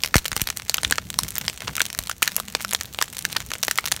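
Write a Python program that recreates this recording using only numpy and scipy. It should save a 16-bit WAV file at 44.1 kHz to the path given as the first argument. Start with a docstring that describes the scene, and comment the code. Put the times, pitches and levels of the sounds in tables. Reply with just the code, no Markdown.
"""A large bonfire of planks burns in an open yard, a few steps from the microphone.
Pockets in the wood burst with a dry crack and a very short ring; a few low puffs of gas escape.
Breaking fibres snap, small crackles and a fizz of steam fill the gaps, and the flames flutter low.
A faint drone swells once, the yard adds light echoes, and the loudest pops overload the microphone."""
import sys
import numpy as np
from scipy import signal
from scipy.fft import rfft, irfft, next_fast_len
from scipy.io import wavfile

SR = 44100
rng = np.random.default_rng(int(sys.argv[2]) if len(sys.argv) > 2 else 0)


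def to_wav(s):
    """Save 16-bit WAV."""
    ch = np.atleast_2d(s).T  # columns
    pcm = np.round(np.clip(ch, -1, 1) * 32767)  # PCM
    wavfile.write(sys.argv[1], SR, pcm.astype(np.int16))


N = 176400

# Tone of the flame rumble: freq_hz, gain_db
FLAME_EQ = [(24, -44), (42, -8.5), (62, 0), (110, -2.5), (190, -5), (290, -15), (1000, -35)]
# Flames leaping: centre_s, half_width_s, peak_db
FLAME_SURGES = [(0.875, 0.049, -35.5), (1.085, 0.058, -42), (1.251, 0.018, -31), (1.415, 0.076, -42.5),
                (1.651, 0.0098, -34), (1.695, 0.014, -33), (3.358, 0.095, -43)]
# Tone of the steam and embers: freq_hz, gain_db
FIZZ_EQ = [(500, 6), (1100, 1.5), (6500, 0), (10000, -13), (16000, -1.5)]
# Brief lulls in the crackle and fizz: centre_s
LULL_TIMES = [.655, 1.05, 2.17, 2.445]
# Borders of a crack's four bands (low, mid, high, air): edge_hz
BAND_EDGES = [350, 1300, 3500, 8000, 16500]
# Fibres breaking: start_s, level_db, centre_hz
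FIBRE_SNAPS = [(0.0193, -33, 8100.0), (0.047, -15, 2800), (0.0602, -16.5, 5900), (0.0751, -23.5, 3830),
               (0.1879, -22, 5000.0), (0.2605, -16, 4600.0), (0.2811, -18, 7340), (0.317, -14.5, 3130),
               (0.33, -17.5, 2630), (0.376, -19, 4300.0), (0.3971, -23, 2200.0), (0.4078, -21, 3600.0),
               (0.473, -13, 4640), (0.4881, -18.5, 2820), (0.502, -12.0, 4600.0), (0.5722, -16, 8600),
               (0.5981, -22.5, 2750), (0.6207, -26.5, 3250), (0.6823, -28.5, 5050), (0.7696, -22, 8500.0),
               (0.8776, -29, 5300.0), (0.8995, -24, 4300.0), (0.9569, -23.0, 4300), (1.1023, -17, 5130),
               (1.1419, -22, 3900), (1.234, -15.0, 7000), (1.282, -22.5, 6200), (1.2868, -21.5, 8600),
               (1.306, -21.5, 15200), (1.355, -18, 7400), (1.364, -21.5, 3600.0), (1.3716, -24, 4300.0),
               (1.413, -20.5, 3780), (1.451, -26.5, 4600.0), (1.4984, -19.5, 2950), (1.5756, -26.5, 3770),
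               (1.6054, -23, 3130), (1.62, -23.0, 1760), (1.6747, -25, 2820), (1.7541, -18.5, 5300.0),
               (1.7665, -15, 7460), (1.7965, -20, 5960), (1.8541, -18.5, 4540), (1.8641, -20.5, 6100.0),
               (1.9019, -21.5, 3580), (1.9292, -21.5, 6600), (1.9489, -21, 3500), (2.0373, -25.5, 6400.0),
               (2.072, -21.5, 4860), (2.239, -23, 3970), (2.27, -27, 2300.0), (2.3187, -25, 5000.0),
               (2.483, -23.0, 3700), (2.6071, -22.5, 1920), (2.615, -24, 7800), (2.6235, -24.5, 10000),
               (2.692, -25, 5500.0), (2.7099, -19, 8240), (2.7158, -23.5, 3580), (2.7275, -18.5, 2350),
               (2.8104, -14.5, 4400), (2.8558, -27, 7300), (2.9468, -23.0, 3050), (2.988, -13, 1940),
               (3.1684, -20.0, 5600), (3.1833, -23.0, 7000.0), (3.1902, -18.5, 9450), (3.2242, -25.5, 9000),
               (3.3277, -18, 5100), (3.4036, -20.5, 3140), (3.505, -24, 3330), (3.5168, -16, 2160),
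               (3.536, -15.5, 3700), (3.5535, -22.5, 2010), (3.6496, -18, 8500.0), (3.669, -27, 9200),
               (3.757, -24, 6100.0), (3.7767, -14.5, 7200), (3.8419, -22, 1700.0), (3.8564, -15.5, 4800),
               (3.861, -15, 5900), (3.8749, -17.0, 3300.0), (3.883, -19, 4800.0), (3.9641, -19.5, 5270)]
# Pockets bursting, each level an energy given as rms over 1 ms:
# start_s, ring_hz, ring_db, low_db, mid_db, high_db, air_db
POCKET_POPS = [(0.036, 4700, -24, -27.5, -10.5, -8, -16), (0.1425, 1700, -3.5, -19.5, -4, -11.5, -19),
               (0.1559, 2000, -11, -6, -11, -7.5, -12), (0.1658, 5800, -11, -25, -11.5, -9, -12),
               (0.1818, 4020, -14, -29, -17.5, -18, -17.5), (0.2553, 2820, -19, -25.5, -13.5, -21, -21.5),
               (0.3649, 2800, -15, -19, -18, -15, -14), (0.4165, 5500, -16, -37, -15.5, -19, -11.5),
               (0.6959, 4310, -9, -23, -20.5, -9, -15), (0.743, 11340, -11.5, -22.5, -12, -7, -22),
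               (0.7822, 1380, -15, -23, -14.5, -18.5, -42), (0.833, 9300, -18.5, -23.5, -19.5, -17, -28),
               (0.848, 3620, -11, -27, -12, -13.5, -37), (0.9101, 9400, -18, -20.5, -19, -16, -14),
               (0.9238, 1655, -6.5, -26, -13.5, -9, -21), (0.9826, 1340, -19, -18.5, -13, -14.5, -28.5),
               (1.1887, 1080, -13.5, -25, -16, -4, -8), (1.3822, 12800, -10, -29.5, -21, -17.5, -17.5),
               (1.4807, 4570, -13.5, -25, -13, -14, -26.5), (1.6794, 980, -21, -24.5, -20, -18, -38),
               (1.7806, 1370, -18.5, -31, -18, -27, -30), (1.8047, 1544, -6, -14.5, -8.5, -16, -25),
               (1.8169, 6200, -16.5, -20, -15, -10, -14.5), (1.9891, 9070, -17.5, -24, -19, -15, -15.5),
               (2.0962, 1310, -16, -33, -21, -21, -20), (2.1134, 1490, -21, -34, -27, -18.5, -28),
               (2.222, 1320, -13.5, -26, -32, -16, -18), (2.2273, 1680, -12.5, -26, 0.5, -4, -5.5),
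               (2.2771, 1580, -13.5, -26.5, -13.5, -10, -16.5), (2.365, 11330, -6, -29.5, -20.5, -12, -15),
               (2.4, 1220, -21, -29, -27.5, -20, -21), (2.5503, 4460, -12.5, -15, -13.5, -13.5, -22),
               (2.648, 1320, -19, -29, -21, -17.5, -24), (2.7337, 6830, -17.5, -22.5, -21.5, -26, -14),
               (2.7484, 3280, -9.5, -20, -14.5, -10, -18.5), (3.014, 1157, -12.5, -20, -16.5, -14, -23),
               (3.0243, 1720, -17.5, -23, -15.5, -9.5, -12.5), (3.2515, 1590, -13, -33, -17, -11, -17.5),
               (3.3658, 4950, -13, -25, -12, -9.5, -19.5), (3.6295, 3820, -12.5, -30, -20, -15, -17.5),
               (3.6341, 5770, -13.5, -24.5, -18, -15, -22), (3.682, 1840, -26, -16, -12, -13.5, -20.5),
               (3.7114, 1820, -17, -25, -15, -11.5, -15), (3.7858, 1370, -15, -19.5, -7.5, -14.5, -24),
               (3.9169, 6530, -28, -25, -15, -18, -17), (3.9211, 8850, -17, -20, -13.5, -6.5, -18)]
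# Gas escaping: start_s, level_db, start_pitch_hz
GAS_PUFFS = [(.156, -5, 450), (0.323, -26.5, 316), (0.3646, -27.5, 444), (0.4173, -19, 400),
             (1.988, -25, 360)]
# Splits running along the grain: start_s, length_s, tick_db
SPUTTER_RUNS = [(1.41, 0.0091, -32), (1.617, .016, -32.5), (1.671, .023, -25.5), (2.233, 0.013, -36),
                (2.259, .032, -27), (2.38, 0.0093, -28), (3.361, .011, -20)]
# Darkening of those runs: freq_hz, gain_db
SPUTTER_EQ = [(1500, 3.5), (9000, -15)]
# Swell of the low drone: centre_s, half_width_s, peak_db
DRONE_SWELLS = [(2.55, 0.27, -48.5)]
# Scatter off logs, ground and yard: delay_s, rise_s, decay_s, level_db
YARD_ECHOES = [(.002, 0.00057, 0.0024, -14), (.010, 0.0017, 0.0036, -21.5), (0.02, .008, 0.025, -28)]
# Tone of that scatter: freq_hz, gain_db
ECHO_EQ = [(60, -17), (500, -8), (1500, -4.5), (5000, -0.5), (16000, -2)]
# Microphone response: freq_hz, gain_db
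MIC_EQ = [(22, -5), (48, -0.5), (4400, -1), (5000, -4.5), (5600, -0.5), (9000, 1), (10400, -1.5),
          (11400, 0.5), (15500, -2.5), (16500, -18)]

FLAME_DB, FLUTTER_DB = -46.5, 2
FIZZ_DB, FIZZ_FLICKER_DB = -48.5, 1.9
CRACK_RISE_S, CRACK_DECAY_S = 0.00016, 0.00026
SPLINTER_DECAY_S, SPLINTER_DB = 0.0024, -24  # the tail of tearing fibres
RESNAP_WITHIN_S, RESNAP_DB = 0.00279, -10.5  # the split jumps once more
CRACK_LOW_CUT_HZ = 462  # small pockets radiate little below this
SNAP_FALL_DB_PER_OCTAVE, SNAP_PACE = 7, 1.247  # slope away from the centre; speed relative to a pop
CRACKLES_PER_S, CRACKLE_FLOOR_DB, CRACKLE_SPREAD_DB, CRACKLE_RANGE_DB = 115, -42, 17, 13.5
RING_RISE_CYCLES, RING_DECAY_CYCLES, RING_SLIP_CYCLES = 1, 3.27, 0.078  # slip: random drift in a cycle
RING_CHOKE_S = 0.0035  # by then the cavity has torn wide open
PUFF_RISE_S, PUFF_DECAY_S, PUFF_SAG_S = 0.00051, 0.013, 0.0019


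def amp(db):
    """Decibels to gain."""
    return 10 ** (np.asarray(db) / 20)


def unit(x):
    """Scales to rms 1."""
    return x / np.sqrt(np.mean(x ** 2) + 1e-20)


def unit_burst(x):
    """Scales to the energy of one millisecond at rms 1."""
    return x * np.sqrt(SR / 1000 / (np.sum(x ** 2) + 1e-20))


def eq(x, points):
    """Filters by a curve of (freq_hz, gain_db) points."""
    hz, db = np.transpose(points)
    size = next_fast_len(2 * len(x))
    f = np.fft.rfftfreq(size, 1 / SR)
    gain = amp(np.interp(np.log(f + 1), np.log(hz), db))
    return irfft(rfft(x, size) * gain, size)[:len(x)]


def wander(rate_hz):
    """Smooth random modulation of rms 1."""
    f = np.fft.rfftfreq(N, 1 / SR)
    return unit(irfft(rfft(rng.standard_normal(N)) / (1 + (f / rate_hz) ** 2), N))


def swell(centre_s, half_width_s):
    """A bell-shaped fade in and out, peaking at 1."""
    t = np.arange(N) / SR
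    return np.exp(-((t - centre_s) / half_width_s) ** 2)


def envelope(t, rise, decay):
    """Exponential attack and decay."""
    return (1 - np.exp(-t / rise)) * np.exp(-t / decay)


def flames():
    """A low, fluttering rumble that swells when the flames leap."""
    rumble = eq(rng.standard_normal(N) * amp(FLUTTER_DB * wander(rate_hz=40)), FLAME_EQ)
    surge_power = sum(amp(db) ** 2 * swell(s, width) for s, width, db in FLAME_SURGES)
    return unit(rumble) * np.sqrt(amp(FLAME_DB) ** 2 + surge_power)


def fizz():
    """Steam and embers lay an uneven hiss under the crackle."""
    hiss = unit(eq(rng.standard_normal(N), FIZZ_EQ))
    return hiss * amp(FIZZ_DB + FIZZ_FLICKER_DB * wander(rate_hz=48))


def crack(bands_db, pace, size=512):
    """Wood splits: a snap, a weaker second snap and a brief tearing of fibres, sped up by pace."""
    t, f = pace * np.arange(size) / SR, np.fft.rfftfreq(size, 1 / SR)
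    resnap_age = np.maximum(t - RESNAP_WITHIN_S * rng.random(), 0)
    shape = envelope(t, CRACK_RISE_S, CRACK_DECAY_S)
    shape += amp(SPLINTER_DB) * envelope(t, CRACK_RISE_S, SPLINTER_DECAY_S)
    shape += amp(RESNAP_DB) * envelope(resnap_age, CRACK_RISE_S, CRACK_DECAY_S)
    spectrum = rfft(unit_burst(rng.standard_normal(size) * shape))
    edges, log_gain = np.array(BAND_EDGES), np.zeros(len(f))
    log_centres = np.log(edges[1:] * edges[:-1]) / 2
    for _ in range(2):  # ease each band towards its level
        power = abs(spectrum * np.exp(log_gain)) ** 2
        share = np.histogram(f, edges, weights=power)[0] / np.sum(abs(spectrum) ** 2)
        log_gain += np.interp(np.log(f + 1), log_centres, np.log(amp(bands_db) / np.sqrt(share)))
    log_gain -= np.log(1 + (CRACK_LOW_CUT_HZ / (f + 20)) ** 6) / 2
    # A minimum-phase filter keeps the attack sharp.
    causal_cepstrum = irfft(log_gain) * (1 + np.sign(np.fft.fftfreq(size)))
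    return irfft(spectrum * np.exp(rfft(causal_cepstrum)))


def snap(centre_hz):
    """A fibre breaks: a quick crack with no ring, strongest around centre_hz."""
    edges = np.array(BAND_EDGES)
    octaves = np.log2(np.sqrt(edges[1:] * edges[:-1]) / centre_hz)
    hump = amp(-SNAP_FALL_DB_PER_OCTAVE * np.hypot(1, octaves))
    return crack(20 * np.log10(hump / np.linalg.norm(hump)), SNAP_PACE)


def tick(brightness, dull_hz=1700, bright_hz=12700):
    """A small snap, from dull (0) to bright (1)."""
    return snap(dull_hz * (bright_hz / dull_hz) ** brightness)


def crackles(candidates=700):
    """Small bursts at random all over the pile, most of them faint."""
    out = np.zeros(N)
    span = 1 - np.exp(-CRACKLE_RANGE_DB / CRACKLE_SPREAD_DB)  # caps the loudest ticks
    for when, chance, strength, brightness in rng.random((candidates, 4)):
        sound = tick(brightness)
        if chance < CRACKLES_PER_S * N / SR / candidates:
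            lift_db = -CRACKLE_SPREAD_DB * np.log(1 - strength * span)
            add(out, when * N / SR, sound * amp(CRACKLE_FLOOR_DB + lift_db))
    return out


def snaps():
    """Single fibres give way in dry snaps between the pops."""
    out = np.zeros(N)
    for start_s, level_db, centre_hz in FIBRE_SNAPS:
        add(out, start_s, amp(level_db) * snap(centre_hz))
    return out


def pops(size=512):
    """Pockets burst: each a crack plus a few unsteady cycles of ring from the opening cavity."""
    out, t = np.zeros(N), np.arange(size) / SR
    choke = np.exp(-(t / RING_CHOKE_S) ** 2)
    for start_s, ring_hz, ring_db, *bands_db in POCKET_POPS:
        cycles = ring_hz * t
        slip = RING_SLIP_CYCLES * np.cumsum(rng.standard_normal(size)) * np.sqrt(ring_hz / SR)
        ring = np.sin(2 * np.pi * (cycles + slip))
        ring *= envelope(cycles, RING_RISE_CYCLES, RING_DECAY_CYCLES) * choke
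        add(out, start_s, crack(bands_db, pace=1, size=size) + amp(ring_db) * unit_burst(ring))
    return out


def flakes(per_pop=3, mean_lag_s=0.015, relative_db=-24):
    """The wood splits a little more just after each pop, louder after the strong ones."""
    out = np.zeros(N)
    for pop_s, _, _, *bands_db in POCKET_POPS * per_pop:
        start_s = pop_s + mean_lag_s * rng.exponential()
        add(out, start_s, tick(rng.random()) * amp(max(bands_db) + relative_db))
    return out


def puffs():
    """Escaping gas gives a soft thump with a fast pitch drop."""
    out, t = np.zeros(N), np.arange(SR // 10) / SR
    for start_s, level_db, start_pitch_hz in GAS_PUFFS:
        cycles = start_pitch_hz * PUFF_SAG_S * np.log(1 + t / PUFF_SAG_S)
        thump = -np.sin(2 * np.pi * cycles) * envelope(t, PUFF_RISE_S, PUFF_DECAY_S)
        add(out, start_s, amp(level_db) * thump)
    return out


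def lulls(half_width_s=0.074, dip_db=-5.5):
    """A gain curve that ducks the fine crackle and fizz now and then."""
    return amp(dip_db * sum(swell(s, half_width_s) for s in LULL_TIMES))


def sputters(steps=5):
    """A split runs along the grain in a few quick steps."""
    out = np.zeros(N)
    for start_s, length_s, tick_db in SPUTTER_RUNS:
        for step in range(steps):
            sound = tick(rng.random()) * amp(tick_db)
            add(out, start_s + length_s * (step + rng.random()) / steps, sound)
    return eq(out, SPUTTER_EQ)


def drone(pitch_hz=200, width_hz=16):
    """A faint, wavering low drone fades in and out."""
    phase = 2 * np.pi * pitch_hz * np.arange(N) / SR
    tone = unit(wander(width_hz) * np.cos(phase) + wander(width_hz) * np.sin(phase))
    return tone * sum(amp(db) * swell(s, width) for s, width, db in DRONE_SWELLS)


def yard(x):
    """Faint scatter from the logs, the ground and the far side of the yard."""
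    t = np.arange(SR // 4) / SR
    response = np.zeros(len(t))
    for delay_s, rise_s, decay_s, level_db in YARD_ECHOES:
        age = np.maximum(t - delay_s, 0)
        tail = rng.standard_normal(len(t)) * envelope(age, rise_s, decay_s)
        response += amp(level_db) * tail / np.linalg.norm(tail)
    return signal.oaconvolve(x, eq(response, ECHO_EQ))[:N]


def add(mix, start_s, sound):
    """Drops a sound into the mix at start_s."""
    part = mix[max(round(start_s * SR), 0):][:len(sound)]
    part += sound[:len(part)]


def scene(places=5):
    """Wood bursts from several places in the pile, each with its own echoes, over a bed of fire."""
    duck = lulls()
    wood = pops() + snaps() + flakes() + sputters() + duck * crackles()
    place = rng.integers(0, places, N)[np.arange(N) // 512]  # a random spot every 12 ms
    echoes = sum(yard(wood * (place == k)) for k in range(places))
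    return (wood + echoes + puffs() + duck * fizz() + flames() + drone())[None]


def record(dry):
    """Microphone colour, soft overload on the loudest pops, then a steep high cut."""
    drive_db, ceiling, high_cut_hz = 0.84, 0.72, 16700
    driven = eq(dry[0], MIC_EQ) * amp(drive_db)
    clipped = driven / (1 + (driven / ceiling) ** 6) ** (1 / 6)
    lowpass = signal.firwin(255, high_cut_hz, window=("kaiser", 9), fs=SR)
    return signal.oaconvolve(clipped, lowpass, "same")[None]


dry = scene()
out = record(dry)
to_wav(out)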